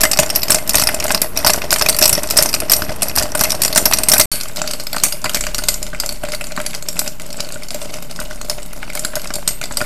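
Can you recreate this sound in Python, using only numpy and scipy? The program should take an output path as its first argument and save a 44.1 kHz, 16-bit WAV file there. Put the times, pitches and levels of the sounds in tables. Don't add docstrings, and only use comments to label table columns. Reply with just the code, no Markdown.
import sys
import numpy as np
from scipy import signal
from scipy.fft import rfft, irfft
from scipy.io import wavfile
from scipy.ndimage import uniform_filter1d

SR = 44100
rng = np.random.default_rng(int(sys.argv[2]) if len(sys.argv) > 2 else 0)


def to_linear_factor(level_db):
    exponent = np.asarray(level_db, float) / 20
    return 10 ** exponent


def store_pcm(level_fs):
    pcm = np.round(np.clip(level_fs, -1, 1) * 32767).astype(np.int16)
    wavfile.write(sys.argv[1], SR, np.atleast_2d(pcm).T)


N = 434385

# start_s, end_s
CHANGE = (4.2568, 4.3162)


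def evened(x):
    return x / np.sqrt(np.mean(x ** 2) + 1e-20)


def read(points, hz):
    point_hz, value = np.transpose(points)
    return np.interp(np.log(hz + 1), np.log(point_hz + 1), value)


def colour(points, size=2048):
    gain_db = read(points, abs(np.fft.fftfreq(size, 1 / SR)))
    log_gain = np.log(to_linear_factor(np.maximum(gain_db, -100)))
    return np.fft.ifft(np.exp(np.conj(signal.hilbert(log_gain)))).real[:size // 2]


def ring(x, hz, width):
    r = np.exp(-np.pi * width / SR)
    angle = 2 * np.pi * hz / SR
    return signal.lfilter([np.sin(angle)], [1, -2 * r * np.cos(angle), r * r], x)


def counter():
    # start_s, level_db, decay_db_per_s
    jolts = [
        (4.32, -50.5, 44),
        (5.36, -28.5, 14),
        (8.19, -36.5, 13),
        (9.25, -47, 10),
    ]
    # mode_hz, width_hz, level_db
    modes = [
        (133, 5.2, -48),
        (172.3, 4.5, -46),
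        (235.5, 9, -47.5),
    ]
    sway_hz, rise_s, stop_s = 33.7, 0.035, 1.4
    t = np.arange(N) / SR
    after = t > CHANGE[1]
    sway = to_linear_factor(-41.5) * after
    for s, db, dying_db in jolts:
        gate = np.clip(np.minimum(t - s, s + stop_s - t) / rise_s, 0, 1)
        sway = sway + to_linear_factor(db - dying_db * abs(t - s)) * gate
    murmur = sum(to_linear_factor(db) * evened(ring(rng.standard_normal(N), hz, width)) for hz, width, db in modes)
    return sway * np.sqrt(2) * np.sin(2 * np.pi * sway_hz * t) + murmur * after


def stir_db():
    # start_s, level_db
    vigour = [(0.0, -36), (1.07, -34), (1.18, -38), (1.48, -32), (1.97, -34), (2.14, -33.5), (4.03, -35),
              (4.39, -36.5), (5.16, -38.5), (7.3, -41.5), (8.61, -39.5), (9.03, -40), (9.85, -39)]
    s, db = np.transpose(vigour)
    return np.interp(np.arange(N) / SR, s, db)


def slosh_db():
    vigour_db = stir_db()
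    far_db = -6 * (np.arange(N) > CHANGE[1] * SR)
    return -23.5 + 0.69 * (vigour_db - vigour_db[0]) + far_db


def slosh():
    # frequency_hz, density_db
    spectrum = [(12, -42), (20, -25), (34, -3), (49, -1.5), (76, -10.5), (487, -15), (608, -65), (776, -18),
                (4000, -37), (5200, -74), (8800, -120)]
    gain = to_linear_factor(read(spectrum, np.fft.rfftfreq(N + 1, 1 / SR)))
    wash = evened(irfft(rfft(rng.standard_normal(N + 1)) * gain)[:N])
    deep = signal.filtfilt(*signal.butter(2, 80, fs=SR), wash)
    far = np.arange(N) > CHANGE[0] * SR
    return to_linear_factor(slosh_db() - 10.0) * (wash - 0.68 * deep * far)


def tail(size=16000):
    # frequency_hz, t60_s
    decay = [
        (300, 0.3),
        (2500, 0.71),
        (5000, 0.14),
        (14000, 0.42),
    ]
    taps = np.zeros(size)
    at = np.arange(130, size - 20, 12)
    taps[at + rng.integers(0, 12, len(at))] = rng.choice([-1., 1.], len(at))
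    hz, t, z = signal.stft(taps, SR, nperseg=256)
    dull = to_linear_factor(-8.0 * (hz < 4200))[:, None]
    fade = to_linear_factor(-60 * t / read(decay, hz)[:, None])
    faded = signal.istft(z * dull * fade, SR, nperseg=256)[1]
    return faded / np.linalg.norm(faded)


def room(x):
    turn = np.arange(N) / SR / 0.13
    wet = np.zeros(N)
    for k in range(3):
        share = np.cos(np.pi / 2 * np.minimum(abs((turn - k) % 3 - 1.5), 1))
        wet += signal.fftconvolve(x * share, tail())[:N]
    return wet


def glass(pushes):
    # mode_hz, width_hz, level_db
    modes = [
        (277, 360, 2.5),
        (618.6, 48, -2.5),
        (1516, 230, -1),
        (2074, 41, -17),
        (2260, 1900, -1),
    ]
    change = round(CHANGE[1] * SR)
    takes = []
    for part, pitch in ((pushes[:change], 1), (pushes[change:], 0.975)):
        rung = np.zeros(len(part))
        for k, (hz, width, db) in enumerate(modes):
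            rung += (-1) ** k * to_linear_factor(db) * ring(part, hz * pitch, width * pitch ** 8)
        takes.append(rung)
    thud = signal.lfilter(*signal.butter(2, (130, 1700), "band", fs=SR), pushes)
    return np.concatenate(takes) + to_linear_factor(16.5) * thud


def crack_walls():
    # frequency_hz, level_db
    near = [(710, -14), (1200, -11), (1610, -20.5), (1730, -9.5), (2000, -4), (2230, -10.5), (2530, -3),
            (3320, -9.5), (5530, 1.5), (6440, -5), (8910, -0.5), (10100, -6.5), (11700, 0), (14400, -11.5),
            (16000, -27.5)]
    # frequency_hz, level_db
    distant = [(710, -16.5), (1500, -13), (2400, -5.5), (3400, -7), (4700, -0.5), (6000, -3.5), (7900, 0.5),
               (10000, -5), (12000, -2), (14400, -11), (16000, -41)]
    return colour(near), colour(distant)


def rattle(struck, per_s=450., spread_db=4.5, follow=0.32):
    busy = uniform_filter1d(uniform_filter1d(struck ** 2, 1500), 1500, origin=700)
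    usual = abs(uniform_filter1d(busy, 30000))
    busy = evened(((abs(busy) + 1e-5) / (usual + 1e-5)) ** (follow / 2))
    drift = uniform_filter1d(uniform_filter1d(rng.standard_normal(N), 900), 900)
    clumps = to_linear_factor(2.5 * evened(drift))
    contact = rng.random(N) < per_s / SR
    size = clumps * to_linear_factor(spread_db * np.minimum(rng.exponential(1, N), 2)) * contact

    far = np.arange(N) > CHANGE[0] * SR
    walls = crack_walls()
    cube = rng.integers(0, 40, N) + 40 * far
    kinds = [crack(hz, 0.0018, wall, focus_db=12.0)
             for wall in walls for hz in np.geomspace(1900, 12500, num=40)]
    ticks = np.zeros(N + 1500)
    for at in np.flatnonzero(size):
        ticks[at:at + 1500] += size[at] * kinds[cube[at]]

    near_hiss, far_hiss = [signal.oaconvolve(rng.standard_normal(N), wall)[:N] for wall in walls]
    hiss = np.where(far, far_hiss, near_hiss)
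    soft = uniform_filter1d(size, 60) * rng.standard_normal(N)
    bumps = glass(signal.lfilter(*signal.butter(2, 900, fs=SR), soft))
    fine = to_linear_factor(stir_db()) * (to_linear_factor(2.0) * busy * evened(ticks[:N]) + to_linear_factor(-13.0) * evened(hiss))
    return fine + busy * to_linear_factor(slosh_db() - 4.5) * evened(bumps)


def knocks():
    # start_s, level_db, thud_hz
    wall_knocks = [(.0346, -7, 1680), (.189, -5.5, 1070), (.4992, -13.5, 680), (.891, -17, 1450),
                   (1.1048, -10, 1390), (1.1457, -16.5, 1370), (1.2158, -18, 560), (1.446, -8.5, 960),
                   (1.4649, -10, 1490), (1.4953, -12, 1070), (1.811, -12, 1290), (2.015, -14.5, 613),
                   (2.892, -15, 625), (3.1733, -16, 1300), (3.212, -15.5, 553), (3.3485, -18, 1330),
                   (3.4112, -11.5, 1080), (3.7599, -14, 1730), (3.7758, -9, 1700), (3.8622, -15.5, 1170),
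                   (4.1345, -6.5, 750), (4.1604, -14, 736), (4.1926, -14, 960), (4.6405, -22, 660),
                   (6.2347, -15.5, 630), (7.5578, -23.5, 600)]
    # start_s, level_db
    taps = [(4.9447, -21), (5.244, -16), (5.2541, -20), (5.2597, -18), (5.5882, -21), (5.9306, -23),
            (6.5758, -17), (6.6004, -21), (8.1901, -23), (8.8288, -25), (8.9518, -26), (9.048, -21.5),
            (9.1341, -24.5), (9.1661, -21.5), (9.3038, -23.5), (9.7092, -23), (9.8136, -16)]
    # start_s, level_db
    nudges = [(0.162, -14), (0.545, -7), (0.823, -7), (1.055, -11), (1.543, -10), (1.727, -2.5),
              (1.822, -6), (2.241, -16), (2.389, -3.5), (2.458, -9), (2.564, -15), (2.621, -12),
              (2.821, -8), (3.256, -14.5), (3.353, -9.5), (3.528, -15), (3.912, -9.5), (3.993, -19.5),
              (4.457, -18.5), (4.498, -23), (4.616, -9.5), (4.929, -15.5), (4.967, -10), (5.467, -17),
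              (6.036, -15), (6.286, -20.5), (6.511, -22), (7.017, -16.5), (7.343, -21.5), (7.388, -24),
              (7.504, -21), (8.215, -18.5), (8.413, -21.5), (8.585, -21.5), (8.733, -22.5), (8.879, -21.5),
              (9.257, -16), (9.427, -24), (9.806, -9.5), (9.841, -24)]
    tap_hz = 1450
    pushes, thuds, step = np.zeros(N + 900), np.zeros(N + 900), np.arange(900)
    for s, db, hz in wall_knocks + [(s, db, tap_hz) for s, db in taps]:
        at = round(s * SR)
        push = rng.standard_normal(900) * np.exp(-step / 234.0) * np.minimum(step / 12.0, 1)
        thud = ring(push, hz, 290.0)
        pushes[at:at + 900] += to_linear_factor(db - 26.5) * evened(push)
        thuds[at:at + 900] += to_linear_factor(db) * thud / abs(thud).max()
    for s, db in nudges:
        at = round(s * SR)
        push = rng.standard_normal(900) * np.exp(-step / 81.0)
        thud = ring(push, tap_hz, 720.0) + ring(push, 2480, 330.0)
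        pushes[at:at + 900] += to_linear_factor(db - 34.0) * evened(push)
        thuds[at:at + 900] += to_linear_factor(db - 6.0) * thud / abs(thud).max()
    return thuds[:N] + glass(pushes[:N])


def crack(hz, chatter_s, wall, focus_db=5.5, grit_db=-43.0, size=1500):
    t = np.arange(size) / SR
    decay = np.exp(-(t / (1.276 * chatter_s)) ** 0.84)
    chatter = rng.standard_normal(size) * decay * np.minimum(t / 0.0012, 1)

    modes_hz = np.append(hz, rng.uniform(2130, 15050, 34))[:, None]
    t60_s = np.append(0.01, rng.uniform(0.0049, 0.0053, size=34))[:, None]
    chance_db = np.append(6, rng.normal(0, 4.1, size=34))[:, None]
    distance_db = focus_db * abs(np.log2(modes_hz / hz))
    small_db = 7.7 * (modes_hz < 4100) * (hz > 4100)
    heights = to_linear_factor(chance_db - distance_db - small_db)
    ring_t = t[:600]
    modes = (heights * np.sin(2 * np.pi * modes_hz * ring_t) * to_linear_factor(-60 * ring_t / t60_s)).sum(0)

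    rung = evened(signal.fftconvolve(chatter, modes)[:size]) + to_linear_factor(grit_db) * evened(chatter)
    sound = signal.fftconvolve(rung, wall)[:size]
    return sound / np.sqrt(uniform_filter1d(sound ** 2, 60).max())


def strikes():
    # start_s, level_db, ring_hz
    cube_strikes = [(0.0067, -7.5, 10800), (0.0137, -3, 11500), (0.032, -8, 10600), (0.0344, 2, 7960),
                    (0.0514, -7, 2110), (0.1137, -4, 8150), (0.132, -3.5, 4630), (0.172, -8, 5770),
                    (0.1885, 3.5, 3540), (0.198, -3, 8530), (0.2318, -11, 2540), (0.261, -15, 7200),
                    (0.292, -17, 5400), (0.3006, -7, 5550), (0.3508, -12, 5700), (0.3582, -1.5, 11700),
                    (0.3949, -22, 5270), (0.4182, -14, 5230), (0.431, -5.5, 12100), (0.4463, -31, 2410),
                    (0.482, -12.5, 5250), (0.4972, -14, 5440), (0.5034, 3.5, 8070), (0.5182, -2, 5440),
                    (0.527, -11, 4500), (0.545, -1.5, 7440), (0.556, -11, 5510), (0.5846, -15.5, 2330),
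                    (0.675, -14, 12080), (0.693, -2.5, 11100), (0.7063, -11, 5260), (0.7336, -10, 8660),
                    (0.743, -7.5, 2420), (0.7529, 1, 11900), (0.7698, -7, 4500), (0.782, -6, 4460),
                    (0.79, -19, 5200), (0.7962, -5, 4770), (0.806, -12, 5770), (0.815, -8, 5190),
                    (0.821, -7, 8240), (0.8361, -4.5, 12100), (0.871, 0, 5400), (0.8881, -7, 2600),
                    (0.9446, -8, 7650), (0.9995, -10.5, 5640), (1.004, -14, 2550), (1.025, -16.5, 2380),
                    (1.04, -9.5, 12300), (1.065, -15, 6660), (1.08, -12, 2070), (1.093, -16, 4650),
                    (1.105, -11, 3070), (1.114, -12, 8120), (1.12, -8, 8050), (1.146, -1.5, 5100),
                    (1.1753, -15, 4480), (1.2167, -0.5, 12400), (1.2286, -22, 2420),
                    (1.3648, -16.5, 2470), (1.3729, -3, 5740), (1.3884, -14, 4460), (1.4268, -25, 2020),
                   (1.4463, -2.5, 5670), (1.463, -5.0, 11800), (1.4694, 4, 4640), (1.477, -6, 4720),
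                   (1.485, -9, 5320), (1.4953, -8, 2500), (1.5007, -3.0, 4430), (1.5132, -26, 4520),
                   (1.5338, -3.5, 12900), (1.559, -15.5, 8700), (1.6174, -13.5, 2800), (1.7055, -4, 5630),
                   (1.7146, -9, 11500), (1.721, -10, 2100), (1.727, -1.5, 9300), (1.7386, -5, 4400),
                   (1.76, -8.5, 3120), (1.7841, -11, 5990), (1.794, -10, 6890), (1.812, -7, 4570),
                   (1.821, -3, 5030), (1.8608, -6, 2620), (1.8862, -0.5, 4670), (1.894, 0.5, 8500),
                   (1.9267, -14, 4570), (1.9453, -9.5, 4440), (1.9647, -11, 10850), (1.9706, -19, 7640),
                   (1.987, -3.5, 11300), (2.011, -9, 9350), (2.015, -6.5, 5700), (2.0237, 5, 5900),
                   (2.0371, -2, 5600), (2.0425, -4, 5900), (2.055, 4, 8000), (2.0774, -4, 12510),
                   (2.093, -0.5, 9200), (2.1278, -0.5, 5700), (2.14, -15, 5470), (2.15, -5.5, 5470),
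                   (2.232, -11.5, 8870), (2.2724, -17, 7100), (2.288, -18, 4410), (2.3004, -11.5, 9100),
                   (2.308, -3.5, 13700), (2.322, -17, 13240), (2.368, -4.5, 5700), (2.3727, 2.5, 8100),
                   (2.3857, 4.5, 5340), (2.4038, -13, 5700), (2.4234, -1, 9150), (2.4326, -6.5, 8400),
                   (2.459, -7, 6220),
                    (2.489, -11.5, 5300), (2.494, -13, 11520), (2.5285, -13, 4820), (2.5395, -1, 5640),
                       (2.547, -8, 6900), (2.6014, -8.5, 8850), (2.6968, -2.5, 8200), (2.708, -10, 4700),
                       (2.717, 7, 11400), (2.7335, 3, 5700), (2.7636, -9.5, 8700), (2.82, -15, 5170),
                       (2.8933, -21, 4530), (2.9608, -24, 12000), (3.02, -6.5, 8800), (3.029, -6, 9400),
                       (3.0826, -12.5, 11600), (3.0955, -16.5, 2560), (3.1545, -15, 11800),
                       (3.1607, -5, 12200), (3.1735, -9, 5600), (3.181, -6.5, 8140), (3.1852, -3, 5850),
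                       (3.195, -9, 5540), (3.211, -21, 5230), (3.224, -9.5, 5100), (3.2313, -11.5, 4740),
                       (3.318, -18, 5680), (3.3506, -9, 8750), (3.3733, -14, 8500), (3.3789, -17, 13480),
                       (3.3922, -8.5, 4840), (3.401, -12, 5900), (3.409, -4, 11400), (3.4253, -17.5, 8910),
                       (3.436, -4, 8600), (3.4435, -10, 4930), (3.451, -12, 2710), (3.496, -14, 7820),
                       (3.5035, -6, 5170), (3.5185, -5.5, 5400), (3.5488, -15.5, 5600),
                       (3.618, -1.5, 11000), (3.6343, -4.5, 5630), (3.648, -3, 9400), (3.6586, -9, 8900),
                       (3.6716, -20, 10810), (3.6787, -9.5, 7500), (3.727, -10.5, 4550), (3.749, -11, 6100),
                       (3.7586, -1.5, 5320), (3.7702, -4, 5650), (3.7753, 6.5, 4360), (3.8152, -20, 11600),
                       (3.855, 6, 5330), (3.912, -12, 9400), (3.9236, -9, 2660), (3.9342, 1, 6200),
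                       (3.944, -14, 11000),
                    (3.971, -13.0, 5700), (3.9854, -6, 9200), (4.0336, -5.5, 11300), (4.0851, 1.5, 8770),
                       (4.0962, -5, 8550), (4.1164, 4, 5530), (4.1228, -5, 11100), (4.1349, 6, 5800),
                       (4.153, -13, 5990), (4.1658, -13, 2460), (4.1802, -2, 11740), (4.1968, 8, 8200),
                       (4.2102, -1.5, 5900), (4.2151, -10, 7880), (4.3561, -16, 5770), (4.4012, -21, 4810),
                       (4.41, -12, 5200), (4.4331, -17, 7240), (4.484, -20.5, 8200), (4.56, -18.5, 7500),
                       (4.5694, -14, 4440), (4.6168, -9, 7200), (4.6615, -24, 4530), (4.6744, -11.5, 4800),
                       (4.7101, -12.5, 9100), (4.7343, -11.5, 5000), (4.7977, -17, 4200),
                       (4.8044, -20, 4290), (4.8352, -24, 8050), (4.8677, -14.5, 5030), (4.9293, -11, 4660),
                       (4.9633, -12.5, 4700), (4.982, -14, 4750), (4.999, -17, 4240), (5.0353, 3.5, 8780),
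                       (5.0509, -11, 2640), (5.0835, -19, 6360), (5.123, -10.5, 5060), (5.2163, -25, 6000),
                       (5.2419, -12, 4960), (5.2538, -17, 4570), (5.2577, -12, 2360), (5.294, -10, 3780),
                       (5.3346, -19, 7730), (5.3452, -6, 4430), (5.3531, -12, 7900), (5.36, -14.5, 2430),
                       (5.3698, -14, 2320), (5.4082, -9, 6540), (5.4378, -13.5, 3000), (5.4487, -22, 2750),
                       (5.4666, -13, 2850), (5.5451, -8.5, 4500), (5.5542, -20, 7920),
                       (5.5814, -11.5, 5050), (5.5874, -13, 4700), (5.637, -13, 6500), (5.6846, -0.5, 5060),
                    (5.7407, -12, 6160), (5.8275, -12.5, 7150), (5.8657, -20.5, 4040), (5.947, -18.5, 2300),
                  (5.9995, -5.5, 4950), (6.009, -23, 4910), (6.06, -11.5, 7140), (6.0904, -9.5, 4500),
                  (6.1238, -17.5, 11300), (6.2365, -22.5, 8720), (6.2496, -21, 2630), (6.2865, -23, 8980),
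                  (6.2934, -26, 4530), (6.3194, -15, 4620), (6.331, -21, 2990), (6.3353, -17.5, 2090),
                  (6.347, -15, 4600), (6.4097, -16, 2740), (6.4172, -26, 8070), (6.4403, -18.5, 4700),
                  (6.468, -20, 4300), (6.5197, -21, 2480), (6.563, -18, 4520), (6.5756, -23, 2390),
                  (6.6002, -17, 2840), (6.6135, -20.5, 8100), (6.6624, -10.5, 4500), (6.7072, -23, 4450),
                  (6.7315, -21, 2670), (6.7408, -21.5, 2660), (6.7475, -14.5, 4870), (6.824, -20.0, 7650),
                  (6.8852, -8.5, 5600), (6.928, -22, 8500), (6.967, -22, 2580), (6.991, -3.5, 8800),
                  (7.061, -21, 2620), (7.0695, -24.5, 2520), (7.0764, -11.5, 5800), (7.1975, -21.5, 2500),
                  (7.218, -22.5, 8200), (7.2623, -25.0, 7950), (7.3034, -22.5, 4630), (7.3271, -19.5, 5300),
                  (7.3695, -21, 7950), (7.3963, -22, 2620), (7.4035, -11, 4900), (7.4463, -22.5, 4390),
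                  (7.488, -23, 4080), (7.5216, -19.5, 8200), (7.5419, -22, 8250), (7.6217, -26.5, 2390),
                  (7.633, -23, 5230), (7.6844, -21, 5940),
                    (7.7052, -14.5, 4900), (7.744, -17, 7350), (7.8156, -21.5, 3500), (7.8255, -23.0, 8440),
                  (7.8456, -28, 7150), (7.8914, -31, 2350), (7.938, -22, 2500), (7.9395, -20.5, 6050),
                  (8.0244, -24, 7450), (8.1105, -20.5, 5000), (8.16, -21.5, 5120), (8.2006, -15.5, 8800),
                  (8.2216, -25, 8120), (8.3095, -24, 1950), (8.3332, -36, 6840), (8.3576, -29, 7250),
                  (8.4137, -18.5, 6800), (8.497, -7, 5300), (8.6288, -23.5, 8250), (8.66, -26.5, 8900),
                  (8.7306, -23.5, 11600), (8.8286, -21, 2470), (8.8996, -19.5, 2420), (8.932, -24, 8510),
                  (8.951, -14, 7700), (8.9697, -24, 8120), (8.973, -18, 2280), (8.9933, -11.5, 9040),
                  (9.0478, -9.5, 7600), (9.1544, -10.5, 5200), (9.162, -19, 11300), (9.1954, -23, 2890),
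                  (9.2166, -21.5, 8250), (9.2437, -21.5, 2260), (9.2726, -19.5, 5140), (9.3042, -20, 2230),
                  (9.3376, -13.5, 7350), (9.3545, -13, 7500), (9.476, -2.5, 8300), (9.4878, -11, 6040),
                  (9.6133, -15, 2420), (9.6273, -21, 2280), (9.638, -14, 3600), (9.6551, -19, 4600),
                  (9.722, -21, 7800), (9.7704, -5.5, 5100), (9.7963, -24, 4870), (9.8133, -15, 4830)]
    # start_s, level_db, ring_hz
    swallowed = [
        (4.296, 8, 5600),
    ]
    turns = (cube_strikes + swallowed)
    cracks, pushes, walls = np.zeros(N + 3000), np.zeros(N + 3000), crack_walls()
    for s, db, hz in turns:
        at = round(s * SR)
        chatter_s = min(0.0029 * to_linear_factor(0.2 * db), 0.0028)
        wall = walls[int(s > CHANGE[0])]
        sound = to_linear_factor(db - 2.0) * crack(hz, chatter_s, wall, focus_db=max(3.5 - 0.22 * db, 0))
        cracks[at:at + 1500] += sound
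        pushes[at:at + 1500] += sound * (4000 / hz) ** 0.1
    return cracks[:N] + to_linear_factor(-21.5) * glass(pushes[:N])


def scene():
    struck = strikes() + knocks()
    ice = struck + rattle(struck)
    wet_db = np.where(np.arange(N) < CHANGE[0] * SR, -11.5, -7.0)
    mono = ice + to_linear_factor(wet_db) * room(ice) + slosh() + counter()
    return np.array([mono, mono])


def duck(x):
    above_db, share, most_db = 15., 0.8, 11.
    treble = signal.filtfilt(*signal.butter(2, 900, "high", fs=SR), x)
    now_db, ahead_db = (10 * np.log10(abs(uniform_filter1d(treble ** 2, size)) + 1e-9)
                        for size in (40, 130))
    jump_db = np.roll(ahead_db, -150) - now_db
    dip_db = uniform_filter1d(np.clip(share * (jump_db - above_db), 0, most_db), size=30)
    return x - treble * (1 - to_linear_factor(-dip_db))


def thin_top(x):
    # lower_edge_hz, least_db
    bands = [
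        (14130, -62),
        (14820, -52),
        (15500, -42),
    ]
    hz, t, z = signal.stft(x, SR, nperseg=1024, noverlap=768)
    for low_hz, least_db in bands:
        band = (hz >= low_hz) & (hz < low_hz + 690)
        weak = np.abs(z[band]).mean(0) < to_linear_factor(least_db - 12.0)
        z[hz >= low_hz] *= ~weak
    return signal.istft(z * (hz < 16190)[:, None], SR, nperseg=1024, noverlap=768)[1][:N]


def top_cut(x):
    return signal.sosfilt(signal.butter(12, 16180, fs=SR, output="sos"), x)


def record(dry):
    t = np.arange(N) / SR
    overloaded = np.clip(duck(dry[0]) - 0.0855, -0.97, 0.93)
    held = thin_top(overloaded) * ((t < CHANGE[0]) | (t > CHANGE[1]))
    treble = signal.lfilter(*signal.butter(2, 1500, "high", fs=SR), held)
    wander = np.repeat(rng.standard_normal(N // 1024 + 1), 1024)[:N]
    side = to_linear_factor(-30.0) * treble * wander
    return top_cut(np.clip([held + side, held - side], -1, 1))


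dry = scene()
out = record(dry)
store_pcm(out)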